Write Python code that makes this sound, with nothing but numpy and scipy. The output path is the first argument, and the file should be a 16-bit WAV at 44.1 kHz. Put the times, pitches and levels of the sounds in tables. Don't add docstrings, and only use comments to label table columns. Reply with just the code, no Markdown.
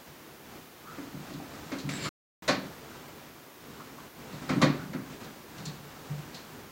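import sys
import numpy as np
from scipy import signal
from scipy.fft import rfft, irfft, next_fast_len
from scipy.io import wavfile
from scipy.ndimage import map_coordinates

SR = 44100
rng = np.random.default_rng(int(sys.argv[2]) if len(sys.argv) > 2 else 0)


def store_pcm(level_fs):
    pcm = np.round(np.clip(level_fs, -1, 1) * 32767).astype(np.int16)
    wavfile.write(sys.argv[1], SR, np.atleast_2d(pcm).T)


N = 296203
TIME = np.arange(N) / SR
AGE = np.arange(SR) / SR


# (time [s], level [dB], firmness [dB])
LANDINGS = [(0.979, -39.5, 19), (1.132, -31.5, -1.5), (1.297, -41.5, 12), (1.335, -32, -1), (1.4, -40, 9),
            (1.716, -32, 22), (1.838, -28, -16), (1.868, -31.5, 7.5), (1.944, -33, -3), (2.01, -33.5, -9),
            (2.05, -34, -9.5), (2.485, -23, 7.5), (2.568, -32.5, 9.5), (4.322, -34, -12), (4.409, -37, 6),
            (4.493, -17.5, 2), (4.558, -18.5, -3), (4.62, -12.5, 3), (4.681, -27, 12), (4.88, -32.5, -11),
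            (4.938, -25.5, 2.5), (5.572, -39, -15), (5.66, -36.5, -14), (6.095, -34.5, -22)]
# (frequency [Hz], level [dB], T60 [s])
PANE_MODES = [(120, -8, .45), (146, 0, .46), (161, -4, .46), (194, 0, .42), (249, -2, .35), (267.5, 1, .48),
              (294, -1, .46), (349, -6, .35)]
# (frequency [Hz], spectral level [dB])
BOOM_SPECTRUM = [(30, -37.5), (60, -14), (100, -17), (150, -1), (290, -9.5), (380, -12), (480, -21.5),
                 (900, -60)]

def pane_thumps(level_db=-11.0, deep_hz=160, upper_hz=265, rise_s=0.0026):
    out = np.zeros(N)
    for s, db, firmness in LANDINGS:
        loading_s = rise_s * 2 ** (-firmness / 10)
        swell = 1 - np.exp(-AGE / loading_s)
        tilt = [(deep_hz, -firmness / 2), (upper_hz, firmness / 2)]
        modes = [(hz, level + along(tilt, hz), t60) for hz, level, t60 in PANE_MODES]
        pane = ring(modes, scatter_db=2.5, detune=0.0056)
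        boom = room_decay(coloured(rng.standard_normal(SR), BOOM_SPECTRUM))
        boom = filtered(boom, lambda hz: amp(along(tilt, hz)))
        add(out, s, amp(db + level_db) * swell * (pane + amp(-5) * boom))
    return out


# (time [s], level [dB], treble over bass [dB])
IMPACTS = [(0.978, -41, -30), (1.298, -41, -7), (1.335, -54, 9.5), (1.401, -47, -12.5), (1.717, -30, -9),
           (1.785, -48.5, 12), (1.894, -44.5, 7), (2.039, -38.5, 1.5), (2.478, -19, -3.5),
           (4.325, -41, -10), (4.491, -22.5, -10.5), (4.615, -18.5, -5.5), (4.931, -33, -13.5),
           (5.233, -58, 11), (5.58, -52, 8.5), (5.654, -52, 16.5), (6.344, -48, 10)]
HARD_DB = -21

def shell_strikes(rebound_s=.008, gain_db=2.4, dull_db=-4, pressed_db=-7.5, free_db=7):
    first = [(s, db, bright, pressed_db) for s, db, bright in IMPACTS]
    rebounds = [(s + rebound_s, db + gain_db, bright + dull_db, free_db)
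                for s, db, bright in IMPACTS if db > HARD_DB]
    return first + rebounds


# (frequency [Hz], level [dB], T60 [s])
SHELL_MODES = [(529, -4, .25), (588, 0, .2), (680, -10, .22), (768, -6, .32), (920, -10, .25),
               (998, -11, .22), (1061, -7, .16), (1115, -7, .3), (1310, -6, .28), (1508, -10, .32),
               (1776, -12, .36), (1895, -11, .26), (1998, -8, .2), (2176, -9, .3), (2428, -11, .28),
               (3176, -14, .2), (3680, -11, .2), (4011, -14, .28), (4240, -13, .25), (4460, -13, .28)]
# (frequency [Hz], spectral level [dB])
CLATTER_SPECTRUM = [(200, -21.5), (400, -10), (560, -2), (680, -7.5), (880, -13), (1080, -6.5), (1650, -9),
                    (2300, -10), (3040, -17.5), (4350, -12), (5100, -18), (6800, -19), (8800, -30.5),
                    (12000, -34), (16000, -81.5)]

def shell_clacks(bass_db=-10, treble_db=-10, split_hz=2800, chatter_s=0.004):
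    out = np.zeros(N)
    direct = 1 + amp(-3) * np.exp(-AGE / 0.03)
    for s, db, bright, ring_db in shell_strikes():
        rise_s = chatter_s * 2 ** ((db - HARD_DB) / 19.5)
        burst = unit_start(room_decay(coloured(rng.standard_normal(SR), CLATTER_SPECTRUM)))
        burst += amp(ring_db) * unit_start(ring(SHELL_MODES, scatter_db=2, detune=.002))
        bass = filtered(burst, lambda hz: 1 / (1 + (hz / split_hz) ** 8))
        clack = unit_start(direct * (1 - np.exp(-AGE / rise_s)) * bass)
        tick = unit_start(direct * (1 - np.exp(-2 * AGE / rise_s)) * (burst - bass))
        add(out, s, amp(db + bass_db) * clack)
        add(out, s, amp(db + bright + treble_db) * tick)
    return out


# (time [s], level [dB])
SCRAPE_ENVELOPE = [(1.89, -25), (1.894, -36), (1.904, -36), (1.992, -41), (2.062, -33), (2.09, -38)]
# (frequency [Hz], spectral level [dB])
SCRAPE_SPECTRUM = [(180, -34), (300, -3), (610, -14.5), (746, -16.5), (1490, -14), (2370, -9.5),
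                   (2520, -14), (4400, -17.5), (6370, -21.5), (7440, -18), (8290, -25.5), (12000, -32),
                   (15600, -73), (22000, -120)]
# (centre time [s], half length [s], slip rate [Hz], level [dB], jitter [fraction])
SQUEAKS = [(1.958, .03, 3850, -44.5, 0.03), (2.044, 0.037, 3680, -44, 0.02)]

def claw_scrape(scrape_db=-3, sag_hz_per_s=1800):
    slips = coloured(in_room(grains(per_s=1500, spread_db=1), wet_db=0), SCRAPE_SPECTRUM)
    out = amp(envelope(SCRAPE_ENVELOPE) + scrape_db) * slips
    for s, half_s, hz, db, jitter in SQUEAKS:
        slip_hz = hz - sag_hz_per_s * (TIME - s)
        slip_hz *= 1 + jitter * wobble(700)
        phase = 2 * np.pi * np.cumsum(slip_hz) / SR
        tone = amp(-6) * np.sin(phase) + np.sin(2 * phase)
        stroke = np.exp(-((TIME - s) / half_s) ** 2)
        out += amp(db + 2.5 * wobble(200)) * stroke * tone
    return out * during(SCRAPE_ENVELOPE)


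# (centre time [s], half length [s], frequency [Hz], level [dB])
BRIEF_RESONANCES = [(0.902, .05, 1290, -49), (1.403, 0.002, 726, -38.5), (1.895, 0.0015, 2050, -32.5),
                    (2.031, .044, 4450, -47), (2.061, .015, 1300, -38.5), (2.915, 0.018, 1400, -55),
                    (3.81, 0.01, 1170, -44.5), (3.986, 0.0065, 1130, -46.5), (4.343, 0.015, 3930, -55),
                    (4.628, .017, 1080, -28.5), (4.807, 0.019, 1420, -45.5), (5.66, .006, 6840, -43),
                    (5.68, .025, 4170, -51.5), (6.365, 0.027, 4200, -53)]

def shell_resonances(centre_over_half_width=9.2):
    out = np.zeros(N)
    for s, half_s, centre_hz, db in BRIEF_RESONANCES:
        band = filtered(rng.standard_normal(SR),
                        lambda hz: 1 / (1 + (centre_over_half_width * (hz / centre_hz - 1)) ** 2))
        swell = np.exp(-((AGE - .5) / half_s) ** 2)
        band_rms = np.sqrt(np.average(band ** 2, weights=swell ** 2))
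        add(out, s - .5, amp(db) * swell * band / band_rms)
    return in_room(out, wet_db=-7)


# (time [s], effort [dB])
EFFORT_BOUTS = [
    [(0.0, -61), (0.046, -72), (0.074, -55.5), (0.424, -63.5), (0.574, -54), (0.692, -63.5), (0.948, -55),
     (1.68, -53.5)],
    [(2.7, -55), (3.18, -57), (3.552, -65), (3.572, -61), (4.076, -52), (4.102, -71), (4.204, -54.5),
     (4.46, -51)],
    [(5.06, -58), (5.142, -52.5), (5.192, -59), (5.214, -52), (5.448, -58), (5.612, -52.5), (5.762, -55),
     (6.7, -55.5)],
]

def shuffling(rumble_db=-50.5, rustle_db=3.5, usual_db=-55.5, fidget_db=1.63, flutter_db=0.77):
    effort_db = envelope(np.vstack(EFFORT_BOUTS)) + fidget_db * wobble(7)
    rumble = amp(rumble_db + .9 * (effort_db - usual_db)) * pane_rumble()
    rustle = seed_rustle()
    return rumble + amp(effort_db + rustle_db + flutter_db * wobble(12)) * rustle


# (frequency [Hz], spectral level [dB])
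RUMBLE_SPECTRUM = [(15, -50.5), (25, -25), (54, -9), (91, -2.5), (108, -6), (155, 4), (179, -2.5),
                   (246, 1.5), (448, -6.5), (700, -16.5), (910, -40), (1540, -120)]

def pane_rumble():
    return coloured(rng.standard_normal(N), RUMBLE_SPECTRUM)


# (frequency [Hz], spectral level [dB])
RUSTLE_SPECTRUM = [(260, -12), (450, -5.5), (687, -4), (747, -1.5), (870, -2.5), (1270, -4), (1550, -5.5),
                   (2260, -9.5), (2920, -11.5), (7500, -17.5), (9750, -25.5), (16500, -120)]

def seed_rustle(tick_db=-8):
    ticks = unit(in_room(grains(per_s=70, spread_db=1), wet_db=4))
    return coloured(rng.standard_normal(N) + amp(tick_db) * ticks, RUSTLE_SPECTRUM)


# (frequency [Hz], T60 [s])
ROOM_T60 = [(150, 0.93), (500, 0.57), (1500, 0.46), (4000, 0.42), (8000, 0.21), (14000, 0.11)]

def room_decay(x):
    hz, t, spectra = signal.stft(x, SR, nperseg=256)
    decay = amp(-60 * t / along(ROOM_T60, hz)[:, None])
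    return signal.istft(spectra * decay, SR, nperseg=256)[1][:len(x)]


def in_room(x, wet_db):
    tail = room_decay(rng.standard_normal(SR))
    return x + amp(wet_db) * signal.fftconvolve(x, tail / np.linalg.norm(tail))[:N]


# (frequency [Hz], spectral level [dB])
GARDEN_SPECTRUM = [(20, -40), (45, -26.5), (90, -11), (150, -17), (330, -2), (600, -6.5), (1300, -9.5),
                   (3000, -15), (7000, -21), (10000, -57)]
HISS_SPECTRUM = [(2000, -25), (5000, -8), (9000, -5.7), (11000, -4), (13000, -1.4), (15800, 1)]

def background(garden_db=-53.5, hiss_db=-55.3):
    hiss = amp(hiss_db) * coloured(rng.standard_normal(N), HISS_SPECTRUM)
    return amp(garden_db) * coloured(rng.standard_normal(N), GARDEN_SPECTRUM) + hiss


def ring(modes, scatter_db, detune):
    hz, db, t60 = np.transpose(modes)[:, :, None]
    size, shift = rng.standard_normal((2, len(modes), 1))
    sign = (-1) ** np.arange(len(modes))[:, None]
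    decay = amp(db + scatter_db * size - 60 * AGE / t60)
    return np.sum(sign * decay * np.sin(2 * np.pi * hz * (1 + detune * shift) * AGE), axis=0)


def grains(per_s, spread_db):
    contacts = (rng.random(N) < per_s / SR) * rng.standard_normal(N)
    return contacts * amp(spread_db * np.minimum(rng.exponential(size=N), 3))


def amp(db):
    return 10 ** (np.asarray(db) / 20)


def unit(x):
    return x / np.sqrt(np.mean(x ** 2) + 1e-20)


def unit_start(x):
    return x / np.sqrt(np.mean(x[AGE < .03] ** 2) + 1e-20)


def along(points, hz):
    knots_hz, values = np.transpose(points)
    return np.interp(np.log(hz + 1), np.log(knots_hz + 1), values)


def envelope(points):
    return np.interp(TIME, *np.transpose(points))


def during(points, fade_s=0.002):
    return np.clip(np.minimum(TIME - points[0][0], points[-1][0] - TIME) / fade_s, 0, 1)


def wobble(knots_per_s):
    knots = rng.standard_normal(int(N * knots_per_s / SR) + 4)
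    return map_coordinates(knots, [TIME * knots_per_s])


def filtered(x, response):
    size = next_fast_len(len(x) + 8192)
    return irfft(rfft(x, size) * response(np.fft.rfftfreq(size, 1 / SR)), size)[:len(x)]


def coloured(x, spectrum):
    return unit(filtered(x, lambda hz: amp(along(spectrum, hz))))


def add(track, s, sound):
    part = track[round(s * SR):][:len(sound)]
    part += sound[:len(part)]


def scene():
    contacts = pane_thumps() + shell_clacks() + claw_scrape() + shell_resonances()
    return (contacts + shuffling() + background())[None]


def record(dry, dropout_s=(2.091, 2.423), top_hz=15980):
    live = (TIME < dropout_s[0]) | (TIME > dropout_s[1])
    return filtered(dry[0] * live, lambda hz: np.clip((top_hz - hz) / 150, 0, 1))[None]


dry = scene()
out = record(dry)
store_pcm(out)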